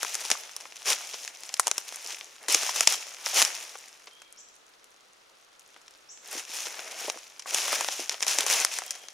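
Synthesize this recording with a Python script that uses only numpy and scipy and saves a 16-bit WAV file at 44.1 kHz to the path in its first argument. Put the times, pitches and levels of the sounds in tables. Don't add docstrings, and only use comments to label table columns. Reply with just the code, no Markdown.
import sys
import numpy as np
from scipy import signal
from scipy.fft import rfft, irfft, next_fast_len
from scipy.io import wavfile
from scipy.ndimage import uniform_filter1d, minimum_filter1d, map_coordinates

SR = 44100
rng = np.random.default_rng(int(sys.argv[2]) if len(sys.argv) > 2 else 0)


def transcribe(u):
    v = np.clip(np.atleast_2d(u).T, -1, 1)
    q = np.round(v * 32767).astype(np.int16)
    wavfile.write(sys.argv[1], SR, q)


N = 402633


def amp(db):
    return 10 ** (np.asarray(db) / 20)


def unit(x):
    return x / np.sqrt(np.mean(x ** 2) + 1e-20)


def along(points, hz):
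    f, v = np.transpose(points)
    return np.interp(np.log(hz + 1), np.log(f + 1), v)


def wobble(rate):
    knots = rng.standard_normal(int(N * rate / SR) + 4)
    return map_coordinates(knots, [np.arange(N) * rate / SR])


def add(track, s, sound):
    start = max(round(s * SR), 0)
    room = track[..., start:start + sound.shape[-1]]
    room += sound[..., :room.shape[-1]]


def filtered(x, response):
    m = next_fast_len(N + SR // 4)
    gain = response(np.fft.rfftfreq(m, 1 / SR))
    return irfft(rfft(x, m) * gain, m)[..., :N]


def spread(pair, alike):
    def turn(hz):
        return np.arccos(np.clip(along(alike, hz), -1, 1)) / 2
    mid, side = filtered(pair, lambda hz: np.array([np.cos(turn(hz)), np.sin(turn(hz))]))
    return np.array([mid + side, mid - side])


# (frequency [Hz], relative level per Hz [dB])
AIR_COLOUR = [(25, -11), (90, -15), (220, -9.5), (450, -0.5), (700, -2), (1000, -2.5), (1330, -0.5),
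              (1800, -4.5), (4500, -7.5), (6200, -18.5), (8500, -17.5), (15000, -31.5)]


def air():
    hush = unit(filtered(rng.standard_normal((2, N)), lambda hz: amp(along(AIR_COLOUR, hz))))
    level_db = -59.5 + 0.54 * wobble(1.8)
    return amp(level_db) * hush


# (time [s], length [s], pitch [Hz], level before the mix [dB])
FAR_WHISTLES = [(4.107, 0.056, 3220, -59), (4.164, 0.057, 3320, -62.5), (4.22, 0.089, 2320, -70),
                (8.87, 0.037, 3230, -52), (8.988, 0.069, 3250, -61)]


def whistles():
    out = np.zeros(N)
    for s, length, hz, db in FAR_WHISTLES:
        t = np.arange(int(length * SR)) / SR
        pitch_hz = hz + 65 * wobble(167)[:len(t)]
        phase = 2 * np.pi * np.cumsum(pitch_hz) / SR
        swell = np.sqrt(np.abs(np.sin(np.pi * t / length)))
        add(out, s, amp(db) * swell * np.sin(phase))
    return out


# (time [s], level before the mix [dB])
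NEAR_CHIPS = [(4.372, -45.5), (6.088, -42.5)]
# (time from its start [s], pitch [Hz], level relative to the chip [dB])
CHIP_SHAPE = [(0, 5400, -13), (.005, 5660, -6), (.011, 6560, -11), (.017, 7250, -8), (.028, 7570, -11),
              (.038, 7450, -10), (.048, 6570, -13)]


def chips():
    out = np.zeros(N)
    when, pitch, level_db = np.transpose(CHIP_SHAPE)
    t = np.arange(int(when[-1] * SR)) / SR
    for s, db in NEAR_CHIPS:
        upper_hz = np.interp(t, when, pitch) + 200 * wobble(528)[:len(t)]
        lower_hz = np.interp(t, when[[0, -1]], [5400, 6600]) + 280 * wobble(450)[:len(t)]
        upper = amp(np.interp(t, when, level_db)) * np.sin(2 * np.pi * np.cumsum(upper_hz) / SR)
        lower = 0.36 * np.sin(np.pi * t / t[-1]) * np.sin(2 * np.pi * np.cumsum(lower_hz) / SR)
        add(out, s, amp(db) * (upper + lower))
    return out


# (frequency [Hz], time to fall by 60 dB [s])
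WOOD_RING = [(200, 0.39), (3000, 1), (7500, 0.65), (14000, 0.14)]


def among_trees(x):
    hz, t, z = signal.stft(rng.standard_normal((2, SR * 3 // 4)), SR, nperseg=256)
    fade = amp(-60 * t / along(WOOD_RING, hz)[:, None])
    tail = signal.istft(z * fade, SR, nperseg=256)[1]
    return signal.fftconvolve(x[None], tail / np.linalg.norm(tail[0]), axes=1)[:, :N]


# (time [s], level before a 5 dB trim [dB], pitch [Hz], time to fall by 60 dB [s])
BURIED_KNOCKS = [(.316, -26, 263, 0.017), (.352, -23, 1120, 0.018), (1.596, -7, 1390, 0.016),
                 (1.671, -23, 700, 0.018), (2.489, -25, 443, 0.043), (2.551, -23, 440, .035),
                 (2.691, -15, 967, 0.016), (2.809, -17.5, 715, 0.015), (2.874, -10.5, 875, 0.019),
                 (3.334, -26, 800, 0.028), (3.425, -34, 267, .035), (3.754, -25, 1160, 0.017),
                 (4.079, -47, 450, 0.035), (6.332, -31.5, 547, 0.027), (6.352, -33, 366, 0.044),
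                 (6.371, -31, 343, 0.027), (6.496, -40, 407, 0.024), (6.668, -34, 480, 0.041),
                 (7.014, -35, 500, 0.037), (7.044, -33, 460, 0.044), (7.081, -18.5, 573, 0.037),
                 (7.16, -34, 490, 0.048), (7.459, -20.5, 1110, 0.014), (7.991, -33.5, 360, 0.11),
                 (7.994, -24, 610, 0.022), (8.388, -29.5, 403, 0.033), (8.419, -25, 840, .03),
                 (8.439, -30, 563, 0.047)]


def knocks():
    out, t = np.zeros(N), np.arange(SR // 10) / SR
    for s, db, hz, t60 in BURIED_KNOCKS:
        ratios = np.array([[1], [.74], [1.33], [1.9]]) * np.exp(0.032 * rng.standard_normal((4, 1)))
        signs = rng.choice([-1, 1], (4, 1))
        modes = amp([[0], [-6], [-5], [-11]]) * signs * np.sin(2 * np.pi * hz * ratios * t)
        ring = np.sum(modes * amp(-60 * t * np.sqrt(ratios) / t60), axis=0)
        onset = 1 - np.exp(-t / 0.00059)
        add(out, s, amp(db - 5.0) * ring * onset)
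    return signal.sosfilt(signal.butter(3, 230, "high", fs=SR, output="sos"), out)


# (frequency [Hz], relative level per Hz [dB])
LITTER_COLOUR = [(120, -38), (230, -24), (430, -9.5), (750, -3.5), (1500, -3.5), (2500, 0.5), (4500, -3),
                 (5500, 4), (7000, 1.5), (8100, -5.5), (10100, -5.5), (11500, -13.5), (14200, -14.5),
                 (16500, -34.5)]


def litter_ring(low_hz, high_hz, size=1024, order=5):
    hz = np.fft.rfftfreq(size, 1 / SR) + 1
    low_cut = 1 + (low_hz / hz) ** (2 * order)
    high_cut = 1 + (hz / high_hz) ** (2 * order)
    gain = amp(along(LITTER_COLOUR, hz)) / np.sqrt(low_cut * high_cut)
    cepstrum = irfft(np.log(np.maximum(gain, 1e-4)))
    cepstrum[1:size // 2] *= 2
    cepstrum[size // 2 + 1:] = 0
    ring = irfft(np.exp(rfft(cepstrum)))[:size // 2]
    return ring / np.linalg.norm(ring)


# (time [s], level [dB], brightness [dB per octave], focus on the mid-range [dB], decay setting [s])
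TWIG_SNAPS = [(.0308, -21.5, -0.5, -7.5, 0.0076), (.0483, -25.5, -2.5, -3.5, 0.015),
              (.144, -24.5, 3, 1, .0035), (.153, -22.5, 1.5, -5, 0.0025), (.2512, -25.5, 0, -4, 0.0084),
              (.3026, -21.5, 0, -9, 0.0038), (.3151, -8.5, 1, 4, 0.0031), (.436, -34, -1, 14, .005),
              (.5645, -29.5, 2.5, -7, 0.0041), (.655, -42.5, -10.5, 4, 0.004),
              (.7229, -36, -7.5, 16, 0.0034), (.9025, -20, 6, -2, 0.014), (.9306, -17.5, -4.5, 14, 0.0043),
              (1.143, -29, -5.5, 7, 0.0023), (1.249, -29.5, 0.5, 0, 0.0045),
              (1.2775, -24.5, -2.5, 13, .003), (1.435, -33.5, 2, -1, 0.0055), (1.4913, -29, 0, 6, .02),
              (1.5407, -21, 3, 1, 0.02), (1.5966, -14, 1.5, -10.5, 0.0037), (1.67, -16, 0.5, -5.5, 0.02),
              (1.6794, -21.5, 0.5, -9.5, 0.015), (1.7136, -15, 0.5, -0.5, 0.0096),
              (1.7805, -19.5, 1.6, -4, 0.011), (1.9242, -32.5, -1, -4, .0025),
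              (1.9592, -37, 6.5, -5, .0066), (2.1458, -28.5, -3.5, 14, 0.0019),
              (2.2107, -35, -18.5, 37, 0.0019), (2.4839, -19, 0.5, -5, 0.051),
              (2.4983, -21, 1.5, -2, 0.015), (2.524, -24, 10, 0, 0.011), (2.5462, -3.5, 3, 2, 0.014),
              (2.6644, -24, -1.5, -0.5, .013), (2.6931, -21, -3.5, 5, .015), (2.7604, -22.5, 1, -7, 0.031),
              (2.8074, -10, 1.5, -1, 0.015), (2.8729, -1.5, 2.5, 7, 0.022), (2.9245, -26, 2, -10, .008),
              (3.2613, -20.5, 5, 9, 0.0073), (3.4181, -11, 0, -4, 0.007), (3.4242, -10, 3.5, -2.5, 0.0025),
              (3.4499, -16, 2.5, 1, 0.012), (3.755, -38.5, -5.5, -2, 0.021),
              (4.0713, -35.5, -9.5, 16.5, 0.089), (4.2184, -39, -1, -3.5, 0.037),
              (4.3257, -62.5, 10, -16, .004), (4.8428, -48, 4.5, -4, 0.0053),
              (5.5949, -48, 5.5, -0.5, 0.0092), (5.7633, -46.5, -9, 4.5, 0.015),
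              (5.8801, -38.5, -1, 8, 0.022), (6.1745, -41.5, -2, 4, .007), (6.6689, -27.5, -2, 1, 0.009),
              (6.7932, -32.5, -11.5, 15, 0.011), (7.0991, -18.5, -1, 0, 0.019),
              (7.2324, -40, -1, 13, 0.022), (7.3948, -29.5, 1.5, 3, 0.057), (7.422, -36, 0, 6, 0.033),
              (7.5452, -14.5, 2.5, -2.5, 0.023), (7.729, -22, -4, -3.5, 0.028),
              (7.809, -22, -1, -7.5, .011), (7.8459, -21, -2.5, 0, .005), (7.8858, -21, -6.5, 5, .015),
              (8.0948, -14.5, 1.5, 3, 0.0045), (8.1433, -29, -6.5, 8.5, 0.0059),
              (8.2063, -25, -0.5, 4, .004), (8.226, -16, 2, 3, .02), (8.231, -18.5, 0.5, 8, .018),
              (8.267, -20, -0.5, -3, 0.0036), (8.2806, -20, 9.5, 10, 0.0099), (8.3864, -14, 1, -4, 0.0023),
              (8.407, -18, 3, -2, 0.018), (8.6485, -14.5, 1.5, -7, 0.011), (8.787, -25.5, 1, -10, 0.016),
              (8.9075, -24.5, 5, -2, 0.0022), (9.0849, -32, 0.5, 3, 0.018)]
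# (centre [Hz], level [dB])
SNAP_BANDS = [(900, -9.5), (2800, -4), (5900, -2), (11000, -6.5)]
SNAP_PIVOT_HZ = 4000
SNAP_VARIES_DB = 0.13


def snaps(breaks):
    out, t = np.zeros((2, N)), np.arange(SR // 25) / SR
    edges_hz = [(25, 1520), (1700, 4400), (4700, 6970), (8500, 11000)]
    rings = [litter_ring(low, high, order=4) for low, high in edges_hz]
    centre_hz, colour_db = np.transpose(SNAP_BANDS)
    outer = np.array([1, 0, 0, 1])
    for s, level_db, brightness, focus_db, decay_s in breaks:
        tilt_db = brightness * np.log2(centre_hz / SNAP_PIVOT_HZ)
        band_db = level_db + colour_db + tilt_db - focus_db * outer
        band_db = band_db + SNAP_VARIES_DB * rng.standard_normal(len(rings))
        crack = amp(-60 * t / (0.66 * decay_s))
        shiver = amp(-18.5 - 60 * t / 0.036)
        bursts = (crack + shiver) * rng.standard_normal((len(rings), 2, len(t)))
        for burst, ring, db in zip(bursts, rings, band_db):
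            sound = signal.fftconvolve(burst, ring[None], axes=1)
            add(out, s, amp(db) * sound * np.sqrt(SR / 1000) / np.linalg.norm(sound, axis=1, keepdims=True))
    return out


TICK_DB, TICK_AT_CRACKLE_DB = -31, -38
TICK_FOLLOWS, TICK_SCATTER_DB = 0.87, 0.5
TICK_BRIGHT_DB, TICK_BRIGHT_SCATTER_DB = 1.5, 3.5
TICK_FOCUS_DB, TICK_DECAY_S = 6.5, 0.0032


def ticks(crackle_db, count=130):
    when = rng.random(count) * (N - 1)
    size, bright, focus, length = rng.standard_normal((count, 4)).T
    louder_db = TICK_FOLLOWS * (crackle_db[when.astype(int)] - TICK_AT_CRACKLE_DB)
    db = TICK_DB + louder_db + TICK_SCATTER_DB * size
    brightness = TICK_BRIGHT_DB + TICK_BRIGHT_SCATTER_DB * bright
    focus_db = TICK_FOCUS_DB * (1 + focus)
    return list(zip(when / SR, db, brightness, focus_db, TICK_DECAY_S * np.exp(length / 2)))


# (time [s], rise [s], hold [s], crackle control level [dB], weight on the layers below [dB])
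FOOT_PRESSES = [(0.0, 0.0028, 0.296, -38.5, 1), (0.3, .012, 0.01, -31.5, 2.5),
                (0.598, 0.012, 0.0077, -44.5, 2.5), (0.73, .04, 0.08, -48, -0.5),
                (0.844, 0.041, .03, -24, 1.5), (1.015, 0.11, 0.16, -43, -4), (1.342, 0.054, 0.27, -49, 2),
                (1.652, .015, 0.014, -40.5, 6.5), (1.757, .015, .015, -42.5, -1),
                (1.824, .06, 0.24, -44, 1.5), (2.048, .06, 0.025, -38.5, 1),
                (2.396, 0.022, 0.045, -55.5, 13), (2.477, 0.028, 0.04, -24, -1.5),
                (2.542, 0.03, 0.13, -32, 0), (2.724, 0.032, 0.073, -31, -0.5),
                (2.865, 0.025, .05, -29.5, -0.5), (3.16, 0.055, 0.027, -44.5, 3.5),
                (3.235, 0.024, .06, -33.5, 0.5), (3.328, 0.043, 0.039, -21, 0.5),
                (3.424, 0.023, .025, -32.5, 3), (3.654, 0.058, 0.18, -57.5, -1),
                (5.644, 0.035, 0.3, -67, 1), (6.195, 0.083, 0.035, -48, 4.5),
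                (6.286, 0.046, 0.074, -38.5, 2), (6.464, 0.076, 0.13, -37.5, 0.5),
                (6.636, .04, 0.287, -45, 7), (6.952, 0.036, 0.097, -37, 2.5), (7.096, .02, 0.025, -58, 16),
                (7.456, 0.02, 0.095, -38.5, 4.5), (7.513, 0.024, 0.199, -31, 1),
                (7.71, 0.014, 0.09, -32, 5.5), (7.821, 0.048, 0.16, -35.5, -0.5),
                (8.106, 0.0036, 0.015, -39, 6.5), (8.213, 0.0089, 0.0058, -34, 3.5),
                (8.259, 0.023, 0.048, -27.5, -0.5), (8.337, 0.027, 0.073, -33, 4.5),
                (8.441, 0.067, 0.041, -24.5, 1.8), (8.56, 0.027, 0.037, -29.5, 3.5),
                (8.694, .04, 0.045, -34, -2.5)]
RELEASE_DB_PER_S = 321.5
SETTLE_DB, SETTLE_DB_PER_S = -43.5, 41.5
SETTLE_AT_CRACKLE_DB, SETTLE_FOLLOWS = -33.5, 0.63
SETTLE_WEIGHT_DB = 2.5
STIR_DB = -65
CRUSH_DB, TREAD_DB = -9, -20
TREAD_GROWS = 1.4


def footwork():
    stir = amp([[STIR_DB], [STIR_DB + CRUSH_DB], [STIR_DB + TREAD_DB]])
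    power = np.zeros((3, N)) + stir ** 2

    def depth(weight_db):
        return amp([[0], [CRUSH_DB + weight_db], [TREAD_DB + TREAD_GROWS * weight_db]])

    t = np.arange(SR * 3 // 2) / SR
    for s, rise, hold, db, weight_db in FOOT_PRESSES:
        swell = amp(db) * np.minimum(t / rise, 1)
        settle_db = SETTLE_DB + SETTLE_FOLLOWS * (db - SETTLE_AT_CRACKLE_DB)
        resting = np.maximum(t - rise - hold, 0)
        press = depth(weight_db) * amp(-RELEASE_DB_PER_S * resting)
        settle = depth(SETTLE_WEIGHT_DB) * amp(settle_db - db - SETTLE_DB_PER_S * resting)
        add(power, s, (swell * np.maximum(press, settle)) ** 2)
    return 10 * np.log10(power)


def fractures(rate, scatter_db, rub_share):
    chance = np.clip(rate / SR, 0, 1)
    size = amp(scatter_db * np.minimum(rng.standard_exponential(N), 4))
    happens = rng.random(N) < chance
    power = happens * size ** 2 / np.mean(size ** 2) / chance
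    tear = np.exp(-np.arange(SR // 200) / (0.00029 * SR))
    power = np.convolve(power, tear / tear.sum())[:N]
    rub = np.clip(rub_share, 0, 1)
    return np.sqrt(rub + (1 - rub) * power)


def crumple(strength, low_hz, high_hz):
    noise = strength * rng.standard_normal((2, N))
    return signal.oaconvolve(noise, litter_ring(low_hz, high_hz, order=7)[None], axes=1)[:, :N]


def steps(crackle_db, crush_db, tread_db):
    rate = 90 + 1100 * amp(0.94 * (crackle_db + 31.5))
    clumps = amp(1.36 * wobble(70))
    top = clumps * fractures(rate, scatter_db=3.5, rub_share=0.51)
    broad = clumps * fractures(0.65 * rate, scatter_db=4.0, rub_share=0.47)
    under = clumps * fractures(.5 * rate, scatter_db=8.0, rub_share=0.86)
    tips = clumps * fractures(0.48 * rate, scatter_db=5, rub_share=0.38)
    leaves = crumple(amp(crackle_db - 7.5) * np.hypot(top, broad), 2460, 5240)
    leaves += crumple(amp(crackle_db - 4.5) * top, 5630, 7000)
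    leaves += crumple(amp(crackle_db - 9.5) * np.hypot(top, tips), 7880, 17000)
    layer = crumple(amp(crush_db - 3.5) * np.hypot(under, broad), 680, 2553)
    lumps = amp(2.3 * wobble(80))
    soil = crumple(amp(tread_db - 3.0) * lumps * np.hypot(under, 1), 110, 737)
    return leaves + layer + soil


# (frequency [Hz], likeness [0 to 1])
FEET_ALIKE = [(60, 1), (400, 1), (1100, 1), (1700, 0.9), (3000, 0.91), (6200, 0.88), (8200, 0.45),
              (14000, 0.74)]
# (frequency [Hz], likeness [0 to 1])
WOOD_ALIKE = [(60, 0.042), (800, 0), (1400, 0.029), (6000, 0.18), (9000, .2)]


def scene():
    crackle_db, crush_db, tread_db = footwork()
    breaks = list(TWIG_SNAPS) + ticks(crackle_db)
    feet = steps(crackle_db, crush_db, tread_db) + snaps(breaks)
    song = chips() + whistles()
    near = (spread(feet, FEET_ALIKE) + knocks()) * amp([[.75], [-.75]])
    echo = amp(-20.0) * among_trees(feet[0]) + amp(3.5) * among_trees(song)
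    return near + amp(3.5) * song + spread(air() + echo, WOOD_ALIKE)


LOPSIDED = .022
TOP_HZ = 16300


def record(dry):
    needed = 1 / np.maximum(np.abs(dry).max(axis=0), 1)
    held = dry * uniform_filter1d(minimum_filter1d(needed, size=33), size=33)
    return filtered(held + LOPSIDED * held ** 2, lambda hz: hz < TOP_HZ)


dry = scene()
out = record(dry)
transcribe(out)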